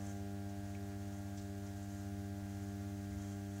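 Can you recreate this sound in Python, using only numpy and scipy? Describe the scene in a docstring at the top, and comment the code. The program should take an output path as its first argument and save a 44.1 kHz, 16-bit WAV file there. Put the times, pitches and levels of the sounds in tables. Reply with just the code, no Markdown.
"""Pottery wheel in a quiet workshop.

The motor hums and buzzes at twice the mains rate, over a low throb from the spinning drive
that sags near the end. A tool held on the wet clay hisses softly, with a few gritty scrapes
and a small wet tick. Palms rub dully on the clay over steady room air."""
import sys
import numpy as np
from scipy import signal
from scipy.fft import rfft, irfft
from scipy.io import wavfile

SR = 44100
rng = np.random.default_rng(int(sys.argv[2]) if len(sys.argv) > 2 else 0)


def master(y):
    """Save y as 16-bit WAV."""
    cut = np.clip(np.atleast_2d(y).T, -1, 1)
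    pcm = np.round(cut * 32767)  # scale
    wavfile.write(sys.argv[1], SR, pcm.astype(np.int16))


N = 158760  # 3.6 s
TIME_S, BIN_HZ = np.arange(N) / SR, np.fft.rfftfreq(N, 1 / SR)


def amp(db):
    """Decibels to gain."""
    return 10 ** (np.asarray(db) / 20)


def unit(x):
    """Scale to rms 1."""
    return x / np.sqrt(np.mean(abs(x) ** 2) + 1e-30)


def curve(rows):
    """A (time, value) table at every sample."""
    times_s, values = np.transpose(rows)
    return np.interp(TIME_S, times_s, values)


def colour(x, spectrum):
    """Filter x by a (frequency, gain) table; rms 1."""
    hz, db = np.transpose(spectrum)
    gain_db = np.interp(np.log(BIN_HZ + 1), np.log(hz), db)
    return unit(irfft(rfft(x) * amp(gain_db), N))


def drift(rate_hz):
    """Slow random wander, rms 1."""
    noise = rfft(rng.standard_normal(N)) * (BIN_HZ > 0)
    return unit(irfft(noise / (1 + (BIN_HZ / rate_hz) ** 2), N))


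# Motor hum and casing buzz: (harmonic [-], level before swell [dB re HUM_DB])
HUM_PARTIALS = [(1, 0), (2, -2), (3, -5), (4, -13), (5, -32.5), (6, -16.5), (7, -14.5), (8, -20), (9, -36)]
BUZZ_PARTIALS = [(11, -39), (12, -37.5), (13, -44.5), (14, -26.5), (15, -30.5), (16, -24), (17, -27),
                 (18, -39), (19, -31), (20, -36), (21, -33.5), (23, -40), (24, -46), (25, -41.5),
                 (27, -49.5), (28, -39)]
# Swell of harmonics 1-3, 4, 5 and 6-8: (time [s], gain [dB])
LOW_SWELL = [(0, 0.5), (.6, -0.5), (1.3, -0.7), (1.75, -1.4), (2.1, 0.2), (2.5, 0), (2.85, 0.7), (3.6, 0.2)]
FOURTH_SWELL = [(0, -5.5), (.25, 4.5), (.65, -4.5), (.8, 2.5), (1.02, 1), (1.28, -7.5), (1.42, 1),
                (1.6, 2.5), (1.85, -6.5), (2.1, 0.5), (2.3, 1.5), (2.45, -5), (2.65, 0.5), (2.95, -0.5),
                (3.15, -2.5), (3.4, 1), (3.6, -1)]
FIFTH_SWELL = [(0, 13), (.2, 11), (.5, 2), (1, -1), (2.2, 1.5), (3.6, -8)]
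UPPER_SWELL = [(0, 2), (.5, 1.5), (.9, 0.5), (1.6, .2), (2, -0.5), (2.7, -.8), (3.6, -0.7)]
# Resonances, phase only; negative width marks a notch: (frequency [Hz], width [Hz])
FRAME_MODES = [(350, 35), (500, -65), (600, 254)]
CASING_MODES = [(1530, 68)]
HUM_HZ, HUM_DB = 99.88, -47.6
FIRST_PULL_S, BUZZ_LAG_S = .005, .0041
JITTER_S, JITTER_HZ, WAVER_HZ = 2.2e-5, 2.6, 10.4

def motor():
    """Each magnetic pull kicks the frame, then rattles the casing; partials above a resonance lag."""
    clock_s = TIME_S - FIRST_PULL_S + JITTER_S * drift(JITTER_HZ)
    low, upper = amp(curve(LOW_SWELL)), amp(curve(UPPER_SWELL))
    fourth, fifth = amp(curve(FOURTH_SWELL)), amp(curve(FIFTH_SWELL))
    swell = {1: low, 2: low, 3: low, 4: fourth, 5: fifth, 6: upper, 7: upper, 8: upper}
    parts = (HUM_PARTIALS, 0, FRAME_MODES), (BUZZ_PARTIALS, BUZZ_LAG_S, CASING_MODES)
    out = np.zeros(N)
    for partials, delay_s, modes in parts:
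        for harmonic, db in partials:
            hz = harmonic * HUM_HZ
            lag_rad = sum(np.arctan2(hz * width_hz, mode_hz**2 - hz**2) for mode_hz, width_hz in modes)
            phase_rad = 2 * np.pi * hz * (clock_s - delay_s) - lag_rad
            depth = .0036 * amp(.51 * (db + 40.5))  # strong partials waver less in proportion
            waver = depth * (drift(WAVER_HZ) + 1j * drift(WAVER_HZ))
            envelope = amp(db) * swell.get(harmonic, 1) + waver
            out += (envelope * np.exp(1j * phase_rad)).imag
    return amp(HUM_DB) * np.sqrt(2) * out


# Drive speed: (time [s], rotation rate [Hz])
DRIVE_SPEED = [(0, 83.6), (1.8, 83.8), (2.95, 83.5), (3.03, 79), (3.12, 76.5), (3.2, 77.5), (3.45, 66),
               (3.6, 63)]
# Rotor throb: (time [s], level [dB])
ROTOR_LEVEL = [(0, -57), (1.7, -57), (2.05, -57), (2.2, -53), (2.35, -56), (2.95, -55), (3.07, -61),
               (3.13, -49), (3.19, -49), (3.25, -64), (3.45, -64), (3.6, -69)]
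BELT_RATIO, BELT_DB, BELT_WAVER = .645, -71.5, .089

def drive():
    """The unbalanced rotor beats against the hum; the belt adds a weaker, lower tone."""
    turns = np.cumsum(curve(DRIVE_SPEED)) / SR
    rotor = amp(curve(ROTOR_LEVEL)) * np.sin(2 * np.pi * turns)
    belt_gain = amp(BELT_DB) * (1 + BELT_WAVER * drift(rate_hz=4.5))
    belt = belt_gain * np.sin(2 * np.pi * BELT_RATIO * turns)
    return np.sqrt(2) * (rotor + belt)


# Tool sliding on wet clay: (frequency [Hz], relative density [dB])
HISS_SPECTRUM = [(1500, -3), (2950, -13), (3200, -5), (3450, -12.5), (5000, -12.5), (5900, -2), (6700, 1.5),
                 (7500, -4), (8500, -9.5), (11000, -15), (15500, -26)]
# Hiss under changing tool pressure: (time [s], level [dB])
HISS_LEVEL = [(0, -63.5), (.1, -61), (.16, -67), (.35, -71), (.5, -72), (.75, -65.5), (.9, -71.5),
              (1.25, -65.5), (1.5, -70), (1.66, -66), (1.76, -66.5), (1.98, -64), (2.22, -72.5),
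              (2.65, -66.5), (2.85, -68.5), (3.28, -65.5), (3.45, -67), (3.6, -64)]
GRIT_PER_S, GRIT_POWER_SHARE, FLICKER_DB = 1300, .22, 1.7

def clay_hiss():
    """Smooth sliding friction mixed with fine grit, following the pressure on the tool."""
    grit = rng.standard_normal(N) * (rng.random(N) < GRIT_PER_S / SR)
    grain_db = -.5 * np.minimum(rng.exponential(1, N), 4)
    grit = unit(grit * amp(grain_db))
    sliding = rng.standard_normal(N)
    friction = np.sqrt(GRIT_POWER_SHARE) * grit + np.sqrt(1 - GRIT_POWER_SHARE) * sliding
    level_db = curve(HISS_LEVEL) + FLICKER_DB * drift(rate_hz=14)
    return amp(level_db) * colour(friction, HISS_SPECTRUM)


# Tool and hand scrapes, rubs, ticks: (time [s], level [dB], centre [Hz], width [Hz], decay [s])
SCRAPES = [(0.067, -49, 7000, 1900, 0.0026), (0.095, -49, 7100, 2300, 0.0021),
           (.49, -63.5, 6330, 3800, 0.028), (0.749, -47.5, 2360, 600, .005), (1.14, -63, 760, 540, .04),
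           (1.23, -67, 620, 620, 0.13), (1.374, -56, 5600, 6500, 0.031), (1.412, -63, 6960, 3800, .03),
           (1.665, -61.5, 6200, 3000, .015), (1.827, -54, 6700, 2300, 0.0027), (2.38, -64, 230, 190, .04),
           (3.12, -71, 2080, 140, 0.048), (3.2, -76.5, 3240, 110, .6)]

def scrapes(rise_s=.0007):
    """Grains and wet lumps catch on the tool: noise bursts that die away."""
    out = np.zeros(N)
    for start_s, db, centre_hz, width_hz, decay_s in SCRAPES:
        response = 1 / (1 + (2 * (BIN_HZ - centre_hz) / width_hz) ** 2) ** 2
        band = unit(irfft(rfft(rng.standard_normal(N)) * response, N))
        age_s = np.maximum(TIME_S - start_s, 0)
        envelope = np.minimum(age_s / rise_s, 1) * np.exp(-age_s / decay_s)
        out += amp(db) * band * envelope
    return out


def splash_pan(x, echoes=12, echo_db=-6, spread_s=.012):
    """The pan throws back close reflections; overall level is kept."""
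    signs = rng.choice([-1., 1.], echoes)
    delays_s = .001 + spread_s * rng.random(echoes)
    taps = np.zeros(N)
    taps[(SR * delays_s).astype(int)] = signs
    taps *= amp(echo_db) / np.linalg.norm(taps)
    taps[0] = 1  # direct path
    return signal.fftconvolve(x, taps / np.linalg.norm(taps))[:N]


# Palm friction: (frequency [Hz], relative density [dB])
PALM_SPECTRUM = [(100, -27), (350, -3), (570, 0.5), (850, 3.5), (1200, -2.5), (2100, -14), (3500, -27),
                 (15500, -72)]

def palms(level_db=-73.5, swell_db=2):
    """Hands on the turning clay give a dull, uneven rub."""
    gain = amp(level_db + swell_db * drift(rate_hz=2.8))
    return gain * colour(rng.standard_normal(N), PALM_SPECTRUM)


# Room air and bearing rumble: (frequency [Hz], relative density [dB])
AIR_SPECTRUM = [(15, -9), (28, -9), (42, -15.5), (58, 3), (80, 0), (120, -4), (145, -11), (220, -14.5),
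                (300, -14.5), (450, -21), (600, -15), (800, -24.5), (1100, -24.5), (1500, -22), (2000, -24),
                (2700, -24.5), (5000, -24.5), (8000, -27), (11000, -31), (15500, -29.5)]

def room_air(level_db=-59):
    """Steady rumble and hiss of the workshop."""
    return amp(level_db) * colour(rng.standard_normal(N), AIR_SPECTRUM)


def scene():
    """Wheel, room and clay at one microphone."""
    return (motor() + drive() + room_air() + palms() + splash_pan(clay_hiss()) + scrapes())[None]


def record(dry):
    """Low-pass at 15.8 kHz."""
    lowpass = signal.firwin(511, 15800, window=("kaiser", 9), fs=SR)
    return signal.oaconvolve(dry, lowpass[None], "same")


dry = scene()
out = record(dry)
master(out)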